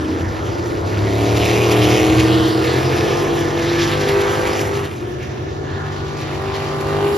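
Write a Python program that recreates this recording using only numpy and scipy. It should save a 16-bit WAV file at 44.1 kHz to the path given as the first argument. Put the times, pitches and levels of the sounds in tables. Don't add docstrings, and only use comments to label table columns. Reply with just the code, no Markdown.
import sys
import numpy as np
from scipy import signal
from scipy.fft import rfft, irfft
from scipy.io import wavfile
from scipy.ndimage import uniform_filter1d

SR = 44100
rng = np.random.default_rng(int(sys.argv[2]) if len(sys.argv) > 2 else 0)


def file_out(sig):
    cols = np.atleast_2d(sig).T
    lim = np.clip(cols, -1, 1)
    pcm = np.round(lim * 32767).astype(np.int16)
    wavfile.write(sys.argv[1], SR, pcm)


N = 316197

# t/s, cycle rate/Hz, level/dB of the firing note (order 8),
# then level/dB of each tracked order; levels are before waver and pipe resonance
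CAR_LEAVING = [(0.0, 35.83, -33, -30, -44, -50), (0.15, 42.4, -28, -37, -36, -44),
               (0.3, 40.7, -28, -40, -47, -57), (0.6, 37.17, -38, -46, -43, -60)]
CAR_FIRST = [(0.0, 28.31, -44, -29, -24.5, -45), (0.15, 28.83, -45, -27, -22, -40),
             (0.38, 29.75, -41, -23, -42, -35.5), (0.63, 31.84, -38, -36, -28, -37),
             (0.88, 33.26, -34, -21.5, -29, -36.5), (1.26, 36.69, -19, -15.5, -23, -30),
             (1.64, 38.6, -29.5, -18, -17.5, -29.5), (1.76, 38.12, -16.5, -15.5, -19.5, -28.5),
             (2.01, 39.52, -12, -18, -18.5, -26), (2.39, 40.15, -12.5, -17.5, -32, -38),
             (2.64, 40.23, -18, -27, -30, -41), (2.9, 39.3, -35, -28, -34, -56),
             (3.05, 40.36, -43, -27, -24.5, -38), (3.4, 40.45, -35, -40, -38, -38)]
CAR_SECOND = [(2.0, 40.96, -29, -32, -29, -54), (2.3, 42.3, -16, -28, -34.5, -38),
              (2.6, 43.24, -30, -24.5, -29, -42.5), (2.88, 43.78, -24, -19.5, -30.5, -36.5),
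              (3.14, 43.47, -29, -30, -28.5, -35), (3.39, 42.42, -22.5, -36, -35, -38.5),
              (3.52, 42.25, -21.5, -33, -32, -35.5), (3.77, 42.68, -13.5, -32, -42, -42),
              (3.9, 42.3, -21.5, -32, -48, -58), (4.02, 41.77, -47, -41, -43, -40),
              (4.4, 40.26, -41, -36, -28, -42)]
CAR_THIRD = [(1.3, 40.53, -35, -33, -44, -41), (1.56, 42.3, -21.5, -34, -29, -42.5),
             (1.81, 43.73, -23, -44, -40, -39.5), (2.07, 45.1, -23, -30, -33, -41),
             (2.46, 47.34, -36, -50, -37, -39), (2.84, 48.6, -29, -37, -35, -50),
             (3.1, 49.93, -25, -25, -43, -44.5), (3.36, 48.8, -30, -26, -41, -46),
             (3.61, 49.3, -43, -27, -34, -47.5), (3.87, 50.92, -35, -25.5, -38, -35.5),
             (4.0, 49.95, -20.5, -23, -31, -40), (4.2, 49.82, -15.5, -29.5, -32.5, -36.5),
             (4.39, 50.6, -20, -32, -31, -35.5), (4.64, 49.9, -22.5, -30.5, -32, -44),
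             (4.8, 50.1, -24.5, -32, -41.5, -41.5), (4.9, 49.4, -30, -28.5, -42, -50)]
CAR_FOURTH = [(4.9, 43.21, -38, -36, -41, -56), (5.05, 44.19, -27, -34, -42.5, -57.5),
              (5.4, 47.25, -34.5, -32.5, -47, -63), (5.78, 48.18, -32.5, -27.5, -47, -48.5),
              (6.16, 48.9, -30, -28, -43, -47), (6.35, 48.1, -30, -29.5, -38, -46.5),
              (6.54, 49.04, -24.5, -27.5, -40.5, -41), (6.79, 49.05, -28, -30, -35, -43.5),
              (6.92, 49.8, -22, -24, -36, -40), (7.04, 50.3, -15, -24, -31.5, -38),
              (7.17, 50.84, -18, -36, -39, -45)]
TRACKED_ORDERS = (3, 11, 19)
# order, level/dB re order 8
ORDERS_FIRST = [(1, -35.5), (2, -13.2), (3, -2.2), (4, -23.3), (5, -12.8), (6, -21.2), (7, -19.7), (8, 0.0),
                (9, -8.3), (10, -9.0), (11, -5.1), (12, -16.3), (13, -12.3), (14, -17.8), (15, -20.1),
                (16, -14.2), (17, -15.7), (18, -17.3), (19, -13.6), (20, -23.4), (21, -19.3), (22, -26.5),
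                (23, -27.3), (24, -23.7), (25, -23.5), (26, -22.5), (27, -25.0), (28, -22.4), (29, -24.6),
                (30, -29.4), (31, -24.5), (32, -30.8), (33, -31.8), (34, -26.9)]
ORDERS_SECOND = [(1, -32.4), (2, -9.0), (3, -5.0), (4, -22.5), (5, -17.0), (6, -17.8), (7, -10.9), (8, 0.0),
                 (9, -7.9), (10, -8.9), (11, -7.2), (12, -17.7), (13, -20.8), (14, -19.9), (15, -14.9),
                 (16, -9.5), (17, -20.6), (18, -19.9), (19, -17.5), (20, -20.3), (21, -21.8), (22, -27.5),
                 (23, -26.0), (24, -20.1), (25, -24.3), (26, -24.1), (27, -27.8), (28, -18.9), (29, -27.3),
                 (30, -28.8), (31, -26.5), (32, -30.7), (33, -26.9), (34, -31.8)]
ORDERS_THIRD = [(1, -19.4), (2, -10.2), (3, -7.6), (4, -21.7), (5, -12.8), (6, -17.7), (7, -5.9), (8, 0.0),
                (9, -13.2), (10, -7.1), (11, -12.8), (12, -23.9), (13, -12.5), (14, -23.2), (15, -16.8),
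                (16, -15.4), (17, -19.5), (18, -17.3), (19, -19.4), (20, -20.1), (21, -20.4), (22, -24.2),
                (23, -16.3), (24, -22.6), (25, -26.4), (26, -17.0), (27, -27.4), (28, -28.3), (29, -26.5),
                (30, -27.0), (31, -18.8), (32, -26.4), (33, -33.1), (34, -19.9), (35, -29.0), (36, -29.2),
                (37, -29.3), (38, -29.9), (39, -23.3), (40, -28.0), (41, -30.2), (42, -26.4), (43, -27.4),
                (44, -27.3), (45, -31.4), (46, -33.1), (47, -26.6), (48, -27.8)]
ORDERS_FOURTH = [(1, -25.7), (2, -10.1), (3, -4.7), (4, -21.4), (5, -13.5), (6, -19.1), (7, -11.4),
                 (8, 0.0), (9, -16.5), (10, -18.6), (11, -14.5), (12, -22.1), (13, -12.8), (14, -22.4),
                 (15, -17.1), (16, -10.8), (17, -18.9), (18, -16.8), (19, -20.9), (20, -19.9), (21, -15.6),
                 (22, -21.1), (23, -19.9), (24, -14.9), (25, -24.8), (26, -23.4), (27, -25.7), (28, -26.2),
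                 (29, -26.5), (30, -18.7), (31, -26.9), (32, -29.8), (33, -28.5), (34, -32.1), (35, -30.4),
                 (36, -27.6), (37, -31.4), (38, -26.7), (39, -29.2), (40, -33.3), (41, -33.1), (42, -33.4),
                 (43, -34.7), (44, -32.4), (45, -32.5), (46, -30.0), (47, -29.6), (48, -34.7)]
# car, line spectrum, fade-in/s, fade-out/s
FIELD = [(CAR_LEAVING, ORDERS_SECOND, 0, 0.12), (CAR_FIRST, ORDERS_FIRST, 0, 0.02),
         (CAR_SECOND, ORDERS_SECOND, 0.11, 0.23), (CAR_THIRD, ORDERS_THIRD, 0.25, 0.047),
         (CAR_FOURTH, ORDERS_FOURTH, 0.14, 0)]
NEAR_BANK = np.array([1, 0, 1, 1, 0, 1, 0, 0])
# f/Hz, half-width/Hz, lift/dB
PIPE_MODES = [(205.3, 4.9, 7.5), (472, 17.3, 4), (745, 25, 0.5), (1240, 37, 1.5), (1532, 39.2, 5)]

# t/s, level/dB, top band/dB re that level
BARK = [(0.0, -37, -16.5), (0.8, -37.5, -14.5), (1.14, -34, -12.5), (1.5, -28, -11), (1.95, -25, -11.5),
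        (2.23, -28.5, -13.5), (2.48, -31.5, -10), (3.0, -28.5, -13.5), (3.47, -31.5, -14),
        (3.9, -27.5, -15), (4.2, -30.5, -13.5), (4.55, -32, -10.5), (4.86, -36.5, -13), (4.9, -41.5, -11),
        (5.1, -42.5, -14.5), (5.53, -42.5, -22.5), (5.8, -42, -20.5), (6.5, -36, -15.5),
        (6.9, -39.5, -12.5), (7.17, -38, -1)]
# f/Hz, relative density/dB
BARK_SPECTRUM = [(1300, -27), (1800, 1), (2300, -0.5), (3200, -3.5), (4500, -4.5), (6000, -8.5),
                 (7200, -14.5)]
TOP_SPECTRUM = [(5500, -23), (7000, 3), (8500, -9.5), (10500, -2.5), (13000, -9.5), (14500, -10)]
# t/s, lift/dB
RASPS = [(0.68, 2), (0.9, 2), (1.37, 6), (1.46, 5), (1.72, 7.5), (1.84, 3.5), (2.0, 0.5), (2.2, 9),
         (3.81, 1.5), (4.01, 4.5), (4.09, 7.5), (4.21, 5), (4.33, 1.5), (4.47, 4.5), (4.61, 6.5),
         (4.77, 3.5), (4.85, 4), (5.23, 5.5), (6.22, 5.5), (6.55, 4), (6.81, 8)]
# t/s, f/Hz, level/dB
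CRACK = [(0, 2000, -45), (.8, 2040, -50), (1.2, 2100, -33.5), (1.5, 2500, -31.5), (1.85, 2100, -26.5),
         (2.5, 3100, -27), (2.8, 2200, -34), (3.2, 1928, -32), (3.7, 2002, -59), (4.4, 2223, -32.5),
         (4.85, 2600, -42.5), (4.9, 2400, -42), (5.5, 1920, -77), (6.2, 1950, -60.5), (6.95, 2780, -38),
         (7.17, 2830, -42)]
# start/s, end/s, level/dB
WHINE = [(0, .3, -45), (2.75, 3.98, -34.5), (5.1, 5.95, -43)]

# t/s, level/dB
RUMBLE = [(0, -25.5), (1.1, -26.5), (1.64, -27), (2.2, -21.5), (2.8, -34.5), (4.3, -27.5), (5.6, -30),
          (7.17, -29.5)]
# t/s, roar level/dB, snarl level/dB
ROAR = [(0.0, -34, -35), (0.6, -26.5, -34.5), (1.32, -25.5, -33.5), (1.64, -27, -30.5), (1.9, -30, -31.5),
        (2.2, -25.5, -33), (2.74, -24, -31.5), (3.33, -23, -32.5), (3.6, -28.5, -35), (4.29, -26, -30),
        (4.75, -26, -32.5), (4.9, -31.5, -41), (5.61, -29, -41.5), (5.83, -32.5, -36), (6.2, -31.5, -40),
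        (6.6, -32, -36.5), (7.17, -24, -35)]
# f/Hz, relative density/dB
RUMBLE_SPECTRUM = [(20, -35), (40, -27), (60, -1.5), (85, 6), (120, 5.5), (170, -8.5), (230, -5.5)]
ROAR_SPECTRUM = [(150, -36), (220, -7.5), (330, 9), (430, 3), (560, -6.5), (750, -4.5), (900, -41)]
SNARL_SPECTRUM = [(650, -6), (850, 3), (1100, 1.5), (1400, 4), (1700, -1.5), (2000, -6)]
# f/Hz, level/dB re the front
ROAR_SIDE = [(40, -20), (120, -15.5), (250, -11), (500, 0.5), (1000, 2), (2000, -1)]

# t/s, notch f/Hz, strength (0-1)
GROUND = [(0, 1430, 0.16), (1.1, 1460, 0.04), (2.0, 1545, 0.47), (2.25, 1851, 0), (2.55, 2305, 0.42),
          (2.7, 2297, 0), (2.75, 1445, 0.17), (3.0, 1454, 0.3), (4.4, 1470, 0.06), (5.4, 1496, 0.36),
          (6.2, 1990, 0), (7.17, 1730, 0.04)]
# f/Hz, lead of the left/rad
PORT_PHASE = [(30, 0), (520, -.2), (1030, .5), (1500, 1.8), (1850, .2), (5080, 0), (5680, -.8),
              (6800, -1.1), (8500, -np.pi), (10500, -5.4), (11500, -6.2), (13000, -6.6), (14500, -8.6)]
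# f/Hz, left re right/dB
PORT_BALANCE = [(60, .5), (300, .3), (700, .5), (1260, -2.5), (2300, -1.2), (4200, .5), (8000, 0)]
# f/Hz, level/dB re direct
ECHO_SHARE = [(60, -31), (200, -12.5), (400, -28), (800, -6), (1400, -22), (2300, -10.5), (4000, -50),
              (6500, -12), (8500, 5.5), (11000, -17), (14000, -22)]
FAR_ECHO_SHARE = [(1500, -40), (2200, -11), (3500, -3), (5000, -3.5), (6500, -13)]
# t/s, gain/dB
FAR_ECHO_GAIN = [(0, -40), (4.9, -40), (5.1, 0), (7.17, 0)]


def from_db(db):
    return 10 ** (np.asarray(db) / 20)


def rms_one(x):
    return x / np.sqrt(np.mean(x ** 2) + 1e-20)


def in_time(rows):
    times, *columns = np.transpose(rows)
    return [np.interp(np.arange(N) / SR, times, column) for column in columns]


def at_hz(points):
    hz, value = np.transpose(points)
    return np.interp(np.log(np.arange(N // 2 + 1) * SR / N + 1), np.log(hz + 1), value)


def coloured(x, points):
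    closed = [(points[0][0] / 2, -90), *points, (points[-1][0] * 2, -90)]
    return rms_one(irfft(rfft(x) * from_db(at_hz(closed)), N))


def drift(rate_hz, count=1):
    r = np.exp(-128 * np.pi * rate_hz / SR)
    white = rng.standard_normal((count, N // 64 + 1001))
    slow = signal.lfilter([1], [1, -2 * r, r * r], white)[:, 1000:]
    return slow / slow.std(axis=1, keepdims=True)


def smooth(steps, at=np.arange(N)):
    return np.interp(at / 64, np.arange(len(steps)), steps)


def resonate(x, centre_hz, width_hz):
    r, out, state = np.exp(-np.pi * width_hz / SR), np.zeros(N), np.zeros(2)
    for i in range(0, N, 256):
        poles = [1, -2 * r * np.cos(2 * np.pi * centre_hz[i] / SR), r * r]
        out[i:i + 256], state = signal.lfilter([1, 0, -1], poles, x[i:i + 256] + 1e-18, zi=state)
    return rms_one(out)


def exhaust_tone(car, orders, cycles, cylinder_db, fade, waver_db=1.5, blur_rad=.04):
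    cycle_hz, note_db, *tracked_db = (column[::64] for column in in_time(car))
    live = 4 * np.flatnonzero(fade[::4])
    tone = np.zeros(N // 4 + 1)
    firing_phase = np.angle(np.fft.fft(from_db(cylinder_db)))
    lifts_db = np.array([db - dict(orders)[k] for db, k in zip(tracked_db, TRACKED_ORDERS)])
    wavers, slips = drift(5, len(orders)), drift(4, len(orders))
    for (k, order_db), waver, slip in zip(orders, wavers, slips):
        share = np.array([np.interp(k, TRACKED_ORDERS, one) for one in np.eye(len(TRACKED_ORDERS))])
        level_db = order_db + share @ lifts_db
        if k % 8 == 0:
            follows = 1 if k == 8 else .13
            level_db += follows * (order_db + note_db - level_db)
        level_db += waver_db * max(k / 8, 1) ** .5 * waver
        level_db += sum(db / (1 + ((k * cycle_hz - hz) / width) ** 2) for hz, width, db in PIPE_MODES)
        phase = 2 * np.pi * k * cycles[live] + firing_phase[int(k) % 8] + rng.normal(0, .95)
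        phase += blur_rad * np.sqrt(k) * smooth(slip, live)
        tone[live // 4] -= smooth(from_db(level_db), live) * np.cos(phase)
    return fade * signal.resample_poly(tone, up=4, down=1)[:N]


def firing_pulses(cycles, cylinder_db, spread_db=1.2, jitter_ms=.05):
    slot = np.floor(8 * cycles).astype(int)
    fired = np.flatnonzero(np.diff(slot)) + 1
    strength_db = cylinder_db[slot[fired] % 8] + spread_db * rng.standard_normal(len(fired))
    late = np.round(jitter_ms * SR / 1000 * rng.standard_normal(len(fired))).astype(int)
    pulses = np.zeros(N)
    pulses[np.clip(fired + late, 0, N - 1)] = from_db(strength_db)
    return pulses


def engine(car, orders, fade_in, fade_out, far_bank_db=-10, spread_db=2):
    t = np.arange(N) / SR
    cycle_hz, _, _, *upper_db = in_time(car)
    fade = np.clip((t - car[0][0]) / (fade_in + 1e-4), 0, 1)
    fade *= np.clip((car[-1][0] - t) / (fade_out + 1e-4), 0, 1)
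    cycles = np.cumsum(cycle_hz) / SR
    cylinder_db = np.where(NEAR_BANK, 0, far_bank_db) + spread_db * rng.standard_normal(8)
    tone = exhaust_tone(car, orders, cycles, cylinder_db, fade)
    nearness = fade * sum(from_db(db) for db in upper_db) ** 2
    return tone, nearness * firing_pulses(cycles, cylinder_db), nearness


def pipe_crack(pulses, hiss, width_hz=650):
    centre_hz, level_db = in_time(CRACK)
    drive = pulses + .06 * rms_one(hiss) * pulses.std()
    return resonate(drive, centre_hz, width_hz) * from_db(level_db)


def whine(hiss, centre_hz=1730, width_hz=60, rest_db=-57, edge_s=.23):
    t = np.arange(N) / SR
    spells = sum(from_db(db) * np.clip(1 + np.minimum(t - start, end - t) / edge_s, 0, 1) ** 2
                 for start, end, db in WHINE)
    return resonate(hiss, np.full(N, centre_hz), width_hz) * (from_db(rest_db) + spells)


def bark(pulses, nearness, steady=2.5, puff_ms=1.2, flicker_db=1.0):
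    pulses = pulses / (uniform_filter1d(nearness, 400) + 1e-9)
    puffs = signal.lfilter([1], [1, -np.exp(-1000 / (puff_ms * SR))], pulses)
    level_db, top_db = in_time(BARK)
    rasp_db = rasps()
    gust, top_gust = map(smooth, drift(19, count=2))
    hiss = (steady + rms_one(puffs)) * rng.standard_normal((3, N))
    body = coloured(hiss[0], BARK_SPECTRUM) * from_db(flicker_db * gust)
    top = coloured(hiss[1], TOP_SPECTRUM) * from_db(top_db + .49 * rasp_db + .95 * gust + 1.7 * top_gust)
    return from_db(level_db + rasp_db) * (body + top) + pipe_crack(pulses, hiss[2]) + whine(hiss[2])


def roar():
    bands = zip(in_time(RUMBLE) + in_time(ROAR), (RUMBLE_SPECTRUM, ROAR_SPECTRUM, SNARL_SPECTRUM))
    return sum(from_db(db) * coloured(rng.standard_normal(N), spectrum) for db, spectrum in bands)


def ground_reflection(x):
    notch_hz, strength = in_time(GROUND)
    now = np.arange(N)
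    bounce = np.interp(now - SR / (2 * notch_hz), now, x)
    return (x + strength * bounce) / np.sqrt(1 + strength ** 2)


def moving_air(x, depth_db=2, rate_hz=6.3):
    edges_hz = 700 * 2 ** np.arange(0, 3.4, 1 / 3)
    changes = from_db(depth_db * drift(rate_hz, len(edges_hz) - 1)) - 1
    filters = (signal.butter(1, band, "band", fs=SR) for band in zip(edges_hz, edges_hz[1:]))
    return x + sum(smooth(change) * signal.lfilter(b, a, x) for change, (b, a) in zip(changes, filters))


def stand_echo(x, t60_s=.9):
    t = np.arange(int(t60_s * SR)) / SR
    tail = rng.standard_normal(len(t)) * from_db(-60 * t / t60_s)
    echo = rfft(x) * rfft(tail / np.sqrt(np.sum(tail ** 2)), N)
    near, far = (irfft(echo * from_db(at_hz(share)), N) for share in (ECHO_SHARE, FAR_ECHO_SHARE))
    return near + far * from_db(in_time(FAR_ECHO_GAIN)[0])


def two_ports(direct, sides):
    half_step = np.exp(.5j * at_hz(PORT_PHASE)) * from_db(at_hz(PORT_BALANCE) / 2)
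    return irfft(rfft(direct) * np.array([half_step, 1 / half_step]), N) + sides * [[1], [-1]]


def rasps(rise_s=.01, fall_s=.014):
    t = np.arange(N // 64 + 1) * 64 / SR
    return smooth(sum(db * np.exp(-np.where(t < peak, (peak - t) / rise_s, (t - peak) / fall_s))
                      for peak, db in RASPS))


def scene():
    tones, pulses, nearness = np.sum([engine(*car) for car in FIELD], axis=0)
    front_roar = roar()
    side_roar = irfft(rfft(roar()) * from_db(at_hz(ROAR_SIDE)), N)
    direct = tones + moving_air(ground_reflection(bark(pulses, nearness)) + front_roar)
    return two_ports(direct, stand_echo(direct) + side_roar)


def record(dry, ceiling=1.15, cutoff_hz=14700):
    low_pass = signal.ellip(12, .5, 100, cutoff_hz, fs=SR, output="sos")
    return signal.sosfilt(low_pass, ceiling * np.tanh(dry / ceiling))


dry = scene()
out = record(dry)
file_out(out)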